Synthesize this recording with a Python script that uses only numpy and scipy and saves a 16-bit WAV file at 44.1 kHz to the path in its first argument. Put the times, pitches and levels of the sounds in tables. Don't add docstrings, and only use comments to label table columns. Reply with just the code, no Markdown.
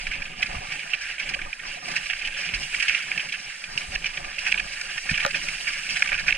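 import sys
import numpy as np
from scipy import signal
from scipy.fft import rfft, irfft
from scipy.io import wavfile
from scipy.ndimage import uniform_filter1d

SR = 44100
rng = np.random.default_rng(int(sys.argv[2]) if len(sys.argv) > 2 else 0)


def master_out(mix):
    frames = np.transpose(np.atleast_2d(mix))
    ceiling = np.clip(frames, -1, 1)
    pcm = np.round(ceiling * 32767).astype(np.int16)
    wavfile.write(sys.argv[1], SR, pcm)


N = 280917
HZ = np.fft.rfftfreq(N, 1 / SR)
TIME = np.arange(N) / SR

# t/s, scrape level/dB, treble level/dB, scrape tilt/(dB per octave)
GLIDE = [(0, -35, -46.5, 8), (.2, -37, -52.5, 4.5), (.37, -36.5, -50, 6), (.45, -33, -47, 0),
         (.62, -37, -49, 4), (.74, -31, -44.5, 4), (.95, -41, -51.5, 7), (1.1, -29, -44, -1),
         (1.17, -41, -51, 3), (1.28, -29, -45, 6), (1.42, -37, -51, 2), (1.52, -39.5, -51, -1),
         (1.72, -33.5, -46.5, 1), (1.8, -40, -51, 5), (1.89, -31.5, -42.5, 2), (2.03, -31.5, -44.5, 4),
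         (2.17, -35, -47.5, 3.5), (2.5, -32.5, -46.5, 1.5), (2.67, -30.5, -41.5, 8.5), (2.785, -30, -42, 5),
         (2.85, -26, -42.5, 0), (3.1, -33, -45.5, 3.5), (3.72, -38.5, -48, 0.5), (3.8, -34.5, -44.5, 3),
         (4.3, -38, -48.5, 3), (4.42, -33, -44.5, 9.5), (4.68, -36.5, -46, 0.5), (5.05, -33, -42.5, 4),
         (5.2, -27.5, -43.5, 1), (5.3, -31.5, -44, 2.5), (5.42, -31, -40.5, 5.5), (6.0, -31, -42, 3),
         (6.37, -34, -48, 1.5)]
# t/s, level/dB, length/ms, treble share/dB, colour f/Hz
CRUNCHES = [(0.068, -18, 14.5, -28, 2120), (0.111, -17.5, 19, -29.5, 2250), (0.134, -20, 17, -32, 2500),
            (0.15, -20.5, 16.4, -31, 2180), (0.221, -16.5, 10.4, -33, 2180), (0.42, -16, 9, -27, 2400),
            (0.4272, -5, 10.8, -31, 2540), (0.461, -17, 13, -28, 2450), (0.718, -16, 15, -29, 2480),
            (0.733, -22, 16, -38, 2500), (0.793, -21.5, 16, -28, 2430), (0.893, -24, 42, -28, 2500),
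            (0.9325, -9.5, 21, -37, 2480), (1.007, -23.5, 30, -21.5, 2030), (1.182, -20, 24, -41, 2380),
            (1.194, -13.5, 16.7, -31.5, 2370), (1.289, -18.5, 17, -22, 2200), (1.337, -9, 7.5, -36, 2620),
            (1.344, -10, 8.7, -31, 2400), (1.39, -16, 14, -43, 1760), (1.416, -13.5, 10.3, -36, 2150),
            (1.529, -19, 13, -38, 2500), (1.595, -16, 8.6, -41, 2610), (1.8843, -14, 8, -23, 2290),
            (1.915, -18, 12, -23, 2440), (1.957, -10, 22, -27, 2200), (2.055, -21, 22, -32, 2400),
            (2.098, -10.5, 21.3, -37, 2340), (2.134, -1, 5.1, -40, 2400), (2.191, -23, 11, -31, 2900),
            (2.215, -17, 20, -35, 3050), (2.244, -15, 23, -31, 2980), (2.273, -13, 11, -29, 2830),
            (2.34, -20, 17, -40, 2750), (2.36, -19, 45, -26, 2800), (2.39, -22.5, 50, -23, 2520),
            (2.443, -19, 37, -24.5, 2850), (2.49, -14, 11, -37, 2820), (2.537, -12.5, 23.5, -26.5, 2600),
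            (2.63, -18, 12.6, -29, 2700), (2.745, -8.5, 9.4, -39, 2360), (2.798, -7, 5, -26, 2300),
            (2.8032, -3.5, 9, -34.5, 2450), (2.823, -9, 17, -28, 2170), (2.881, -8, 15.4, -28.5, 2400),
            (2.8945, -5.5, 8.4, -37, 2410), (2.904, -9.5, 18, -40, 2450), (2.92, -16, 22, -34, 2400),
            (2.9473, -6, 10.5, -39, 2440), (3.027, -22, 8, -23, 2400), (3.116, -12, 10.8, -43, 2370),
            (3.1773, -6.5, 8.3, -36, 2570), (3.195, -11.5, 17, -42, 2420), (3.287, -18, 16, -31, 2700),
            (3.324, -14.5, 12, -28, 2470), (3.339, -14.5, 18.4, -35, 2550), (3.496, -23.5, 9.9, -27, 2260),
            (3.64, -15.5, 8.3, -30, 2420), (3.776, -14, 13, -24.5, 2400), (3.816, -17, 7.9, -37, 2400),
            (3.951, -12.5, 7.5, -25, 2130), (3.958, -1.5, 5.7, -43, 2440), (4.044, -8, 7.4, -37, 2480),
            (4.057, -11, 19.4, -32, 2620), (4.173, -15.5, 10.3, -44, 2180), (4.2416, -17.5, 15, -33, 2270),
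            (4.383, -17.5, 23, -25.5, 2420), (4.463, -9.5, 29, -32.5, 2020), (4.52, -4, 9.8, -34, 2270),
            (4.542, -10.5, 10, -48, 2270), (4.577, -13, 14, -40, 2640), (4.597, -7.5, 10, -36, 2150),
            (4.719, -23.5, 30, -23, 2530), (4.812, -13, 7.6, -24, 1970), (4.906, -13.5, 9.1, -35, 2570),
            (4.979, -9.5, 8.1, -36, 2180), (5.091, -13.5, 32, -25.5, 2050), (5.141, -13, 22, -32, 2400),
            (5.176, -9, 11, -32, 2310), (5.199, -12.5, 21, -31, 2400), (5.227, -10.5, 18, -32, 2150),
            (5.307, -16.5, 13, -26, 2600), (5.343, -13, 32, -29.5, 2060), (5.4838, -11, 12.8, -29, 2270),
            (5.6686, -11, 26.5, -31.5, 2170), (5.788, -22, 11, -35, 2420), (5.892, -15, 31, -24, 2490),
            (5.958, -12, 26, -30.5, 2160), (5.995, -18, 5.3, -16, 2260), (6.023, -2.5, 7.2, -33, 2200),
            (6.059, -10, 8.4, -33, 1930), (6.073, -8, 8.8, -34, 2420), (6.089, -17, 19, -30, 2280),
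            (6.115, -12, 44, -35, 1960), (6.1755, -17, 13, -29, 2340), (6.1868, -15, 25, -27.5, 1980),
            (6.264, -16, 28, -26, 1900), (6.281, -8, 25.5, -35, 2030), (6.302, -6.5, 10, -33.5, 2200),
            (6.326, -3, 5.4, -40, 2490), (6.349, -17.5, 11, -27.5, 2290), ]
# f/Hz, width/Hz, left level/dB, right level/dB
HOUSING_LOW = [(561, 63, -2.5, -5.5), (639, 620, -8.5, -12), (736, 140, 1.5, 2), (868, 72, 2.5, 3.5),
               (1005, 246, -3, 1), (1199, 96, -4, 5)]
HOUSING = [(1420, 180, -10, -8), (1667, 324, -0.5, 0), (1862, 150, -20, 2), (2245, 580, -3.5, -0.5),
           (2441, 650, -3.5, 1.5), (2744, 414, -9, 1.5), (3060, 650, -9.5, -9.5)]
HOUSING_HIGH = [(3980, 500, -4, -4), (4720, 620, 1.5, 3.5), (5480, 620, .5, .5), (6050, 550, -4.5, -4.5)]
# f/Hz, lead/radians
PORT_LEAD = [(555, .6), (740, 2.1), (870, 2.6), (1020, 3.2), (1200, 1.8), (1450, -.1), (1860, -.1),
             (2200, -.2), (2460, .45), (2800, .3), (3250, -.6), (3900, -.8), (4600, -3.0), (5500, -2.5),
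             (6050, -3.0)]
# f/Hz, level per Hz/dB
HISS = [(5200, -28), (6000, 0.5), (6500, 2), (8000, 4.5), (9500, 1.5), (12000, -4.5), (16000, -12)]
# f/Hz, likeness (-1 to 1), left over right/dB
HISS_PORTS = [(6600, -.1, 0), (7700, -.35, -1), (8300, .1, -1), (9100, -.3, 2.5), (10000, -.1, 6),
              (12000, -.05, 1)]
# t/s, level/dB, centre f/Hz, spread/octaves
KNOCKS = [(2.388, -37, 550, 0.12), (5.2488, -12.5, 1820, 0.98), (5.262, -18, 550, 0.15),
          (5.2628, -16.5, 4800, 1.57), (5.2649, -29, 2180, 1.2), (5.278, -28, 2600, 0.97),
          (5.355, -32.5, 805, 0.74), (6.121, -26, 1100, 0.56)]
# t/s, level/dB, f/Hz
JOLTS = [(.5, -37, 40), (.545, -35, 140), (0.568, -28.5, 55), (0.59, -32, 90), (2.538, -32, 110),
         (2.559, -29.5, 39.7), (2.584, -37, 45), (3.76, -39, 130), (3.893, -35, 60), (3.968, -33, 30),
         (4.051, -44, 144), (5.1183, -20, 141), (5.131, -26.5, 126), (5.253, -29.5, 149), (.445, -36, 149),
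         (0.69, -38, 129), (1.418, -34.5, 171)]
# t/s, frame drone level/dB, wind level/dB
BASS = [(0, -57, -39), (.35, -57, -48.5), (.55, -51, -45), (.78, -59.5, -54), (1.18, -63, -52),
        (1.3, -50, -43.5), (1.47, -56, -45), (1.55, -63, -60), (1.68, -54, -47), (1.79, -60.5, -60),
        (1.88, -50.5, -49.5), (2.17, -62.5, -48), (2.55, -51.5, -48), (2.68, -60.5, -47), (3.15, -56, -53),
        (3.57, -66.5, -65), (3.8, -53, -46), (3.95, -56.5, -45), (4.12, -59.5, -46.5), (4.24, -50.5, -41),
        (4.33, -64, -50.5), (4.55, -56, -45), (5.03, -63, -56), (5.12, -53, -44.5), (5.22, -58.5, -44),
        (5.27, -54.5, -50), (5.45, -55.5, -45.5), (5.92, -59, -56), (6.13, -56, -44.5), (6.37, -53, -36)]
# f/Hz, width/Hz, level/dB
FRAME = [(163.2, 72, 1), (216, 200, -4), (338, 160, -15)]
# f/Hz, level per Hz/dB
WIND = [(8, -15), (15, 1.5), (30, -9), (50, -17), (70, -21.5), (110, -34.5), (200, -30.5)]
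# f/Hz, level/dB
MICROPHONE = [(10, 0.5), (9800, -1), (10500, -7), (11200, -20), (14000, -11), (16000, -23)]

LOW_PER_SHAKE, LOW_PER_SCRAPE, LOW_DB = 0.83, 0.066, -53.5
TICK_DB, TICK_HZ, TICK_MS = -7, 6000, 2.0
TILT_PIVOT_HZ = 2300
EDGE_HZ = 15100


def runners(bumps):
    lumps = wobble(0.043)
    *bursts, burst_treble = crunches()
    snap = cracks(gap_ms=1.6, spread_db=4.5)
    level_db, treble_db, shake_db = curve(GLIDE, 1), curve(GLIDE, 2), curve(BASS, 1)

    force = gain(level_db + 1.2 * lumps + 1.7 * wobble(0.006))
    snaps = snap * np.hypot(gain(-3.5) * np.array(bursts), gain(-9.5) * force)
    tilt_db = curve(GLIDE, 3) + 3.0 * wobble(0.012)
    main = housing(HOUSING, force, snaps, apart=0.26, patchy_db=1.77, spread_db=0.5,
                   drift_db=1.43, tilt_db=tilt_db)

    low_db = LOW_DB + LOW_PER_SHAKE * (shake_db - shake_db.mean())
    low_db += LOW_PER_SCRAPE * (level_db - level_db.mean())
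    low_force = gain(low_db + 1.8 * lumps + 2.0 * bumps)
    low_snaps = np.tile(gain(-26.5) * snap * bursts[0], (len(HOUSING_LOW), 1))
    low = housing(HOUSING_LOW, low_force, low_snaps, apart=0.29, patchy_db=4.5, spread_db=-1.5)

    high_scrape = gain(treble_db + 1.3 * lumps + 1.3 * wobble(0.025))
    high_force = np.hypot(high_scrape, gain(8.0) * burst_treble)
    high_snaps = np.tile(gain(6.5) * snap * burst_treble, (len(HOUSING_HIGH), 1))
    high = housing(HOUSING_HIGH, high_force, high_snaps, apart=0.52, patchy_db=3.0, spread_db=-1.0)

    dust = gain(treble_db + 0.5 * lumps + 1.0 * wobble(0.03))
    fine = np.hypot(dust, gain(3.5) * burst_treble)
    body = gain(-2.0) * main + gain(4.5) * low + gain(1.5) * high
    return body + gain(-1.0) * hiss(fine)


def crunches(rise_ms=3.6, early_ms=4.1, octaves=0.41, treble_lag=0.44):
    power = np.zeros((len(HOUSING) + 1, N))
    ms = np.arange(SR // 8) / SR * 1000
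    for s, db, length_ms, treble_db, hz in CRUNCHES:
        rise = 1 - np.exp(-(ms / rise_ms) ** 2)
        fall = np.exp(-(ms / np.clip(length_ms, 3, 50)) ** 2.09)
        colour = [reach(row[0], hz, octaves) for row in HOUSING] + [gain(treble_db)]
        burst = np.outer(colour, gain(db) * rise * fall)
        burst[-1] *= 1 - np.exp(-(ms / (treble_lag * length_ms)) ** 2)
        start = round((s - early_ms / 1000) * SR)
        part = power[:, start:][:, :len(ms)]
        part += burst[:, :part.shape[1]] ** 2
    return np.sqrt(power)


def cracks(gap_ms, spread_db):
    gap = max(round(gap_ms * SR / 1000), 8)
    where, size, sense = rng.random((N, 3))[::gap].T
    place = np.arange(len(where)) * gap + (where * gap).astype(int)
    clicks = np.zeros(N + gap)
    clicks[place] = gain(spread_db * (2 * size - 1)) * np.sign(sense - 0.5)
    return evened(clicks[:N])


def grains(force, spread_db):
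    return force * evened(rng.standard_normal(N) * gain(spread_db * wobble(0.00022)))


def housing(modes, force, snaps, apart, patchy_db, spread_db, tilt_db=0, drift_db=0):
    out, power = np.zeros((2, len(HZ)), complex), 0
    stray_force = np.hypot(force, abs(snaps).mean(0))
    stray = rfft(grains(stray_force, spread_db)) * apart * np.array([[1], [-1]])
    for k, (row, snap) in enumerate(zip(modes, snaps)):
        response = ports(*row)
        uneven_db = patchy_db * wobble(0.013) + drift_db * wobble(0.051)
        scrape = grains(force * gain(uneven_db), spread_db)
        drive = scrape + (-1) ** k * snap * gain(3.0 * wobble(0.0054))
        tilt = gain(tilt_db * np.log2(row[0] / TILT_PIVOT_HZ))
        out += response * (rfft(drive * tilt) + stray)
        power += np.mean(abs(response) ** 2)
    return irfft(out, N) / np.sqrt(power)


def ports(hz, width, left_db, right_db):
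    lead = np.interp(hz, *np.transpose(PORT_LEAD))
    sides = np.array([[gain(left_db)], [gain(right_db) * np.exp(1j * lead)]])
    return sides * mode(hz, width)


def mode(hz, width):
    return (HZ * width / (hz ** 2 - HZ ** 2 + 1j * HZ * width)) ** 2


def reach(hz, centre_hz, octaves):
    return np.exp(-0.5 * (np.log2(hz / centre_hz) / max(octaves, 0.05)) ** 2)


def hiss(force):
    f, like, tilt_db = np.transpose(HISS_PORTS)
    like = np.clip(np.interp(HZ, f, like), -1, 1)
    tilt = gain(np.interp(HZ, f, tilt_db) / 2)
    a, b = (rfft(force * shaped(grains(1, spread_db=2.5), HISS)) for port in range(2))
    left = tilt * a
    right = (like * a + np.sqrt(1 - like ** 2) * b) / tilt
    return irfft([left, right], N)


def knocks():
    out = np.zeros((2, len(HZ)), complex)
    for k, row in enumerate(HOUSING_LOW + HOUSING + HOUSING_HIGH):
        blows = np.zeros(N)
        for s, db, hz, octaves in KNOCKS:
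            strength = gain(db - row[3]) * SR / (4 * row[1])
            blows[round(s * SR)] = strength * reach(row[0], hz, octaves)
        out += (-1) ** k * ports(*row) * rfft(blows)
    return irfft(out, N) + ticks()


def ticks():
    out, ms = np.zeros((2, N)), np.arange(400) / SR * 1000
    for s, db, hz, octaves in KNOCKS:
        noise = np.diff(rng.standard_normal(len(ms) + 1))
        puff = evened(uniform_filter1d(noise, size=4)) * np.exp(-ms / TICK_MS)
        level = gain(db + TICK_DB) * reach(TICK_HZ, hz, octaves)
        out[:, round(s * SR):][:, :len(ms)] += level * puff
    return out


def jolts():
    out = np.zeros(N)
    for s, db, hz in JOLTS:
        near = slice(round((s - 0.05) * SR), round((s + 0.05) * SR))
        u = (np.pi * hz * (TIME[near] - s)) ** 2
        out[near] -= gain(db) * (1 - 2 * u) * np.exp(-u)
    return out * gain([[-0.4], [0.4]])


def frame(bumps):
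    wood = sum(gain(db) * mode(hz, width) for hz, width, db in FRAME)
    a, b = (evened(irfft(rfft(rng.standard_normal(N)) * wood, N)) for port in range(2))
    level = gain(curve(BASS, 1) + 2.95 * bumps + 1.96 * wobble(0.014))
    return level * np.array([gain(2.0) * a + 0.36 * b, gain(3.0) * a - 0.067 * b])


def wind(bumps):
    a, b = (shaped(rng.standard_normal(N), WIND) for port in range(2))
    level = gain(curve(BASS, 2) + 3.0 * bumps + 1.2 * wobble(0.018))
    return level * np.array([gain(0.7) * a + 0.3 * b, gain(1.5) * a - 0.15 * b])


def gain(db):
    return 10 ** (np.asarray(db) / 20)


def evened(x):
    return x / np.sqrt(np.mean(x ** 2) + 1e-20)


def curve(rows, column):
    rows = np.asarray(rows)
    return np.interp(TIME, rows[:, 0], rows[:, column])


def shaped(x, points):
    f, db = np.transpose(points)
    spectrum_db = np.interp(np.log(HZ + 1), np.log(f), db, -120, -120)
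    return evened(irfft(rfft(x) * gain(spectrum_db), N))


def wobble(seconds):
    size = max(int(seconds * SR), 2)
    return evened(uniform_filter1d(uniform_filter1d(rng.standard_normal(N), size), size))


def scene():
    bumps = 1.5 * np.tanh(wobble(0.041) / 1.5)
    return runners(bumps) + knocks() + jolts() + frame(bumps) + wind(bumps)


def record(dry):
    f, db = np.transpose(MICROPHONE)
    cover = gain(np.interp(np.log(HZ + 1), np.log(f), db))
    dull = irfft(rfft(dry) * cover, N)
    low_pass = signal.firwin(511, EDGE_HZ, window=("kaiser", 9), fs=SR)
    return signal.oaconvolve(dull, low_pass[None], "same")


dry = scene()
out = record(dry)
master_out(out)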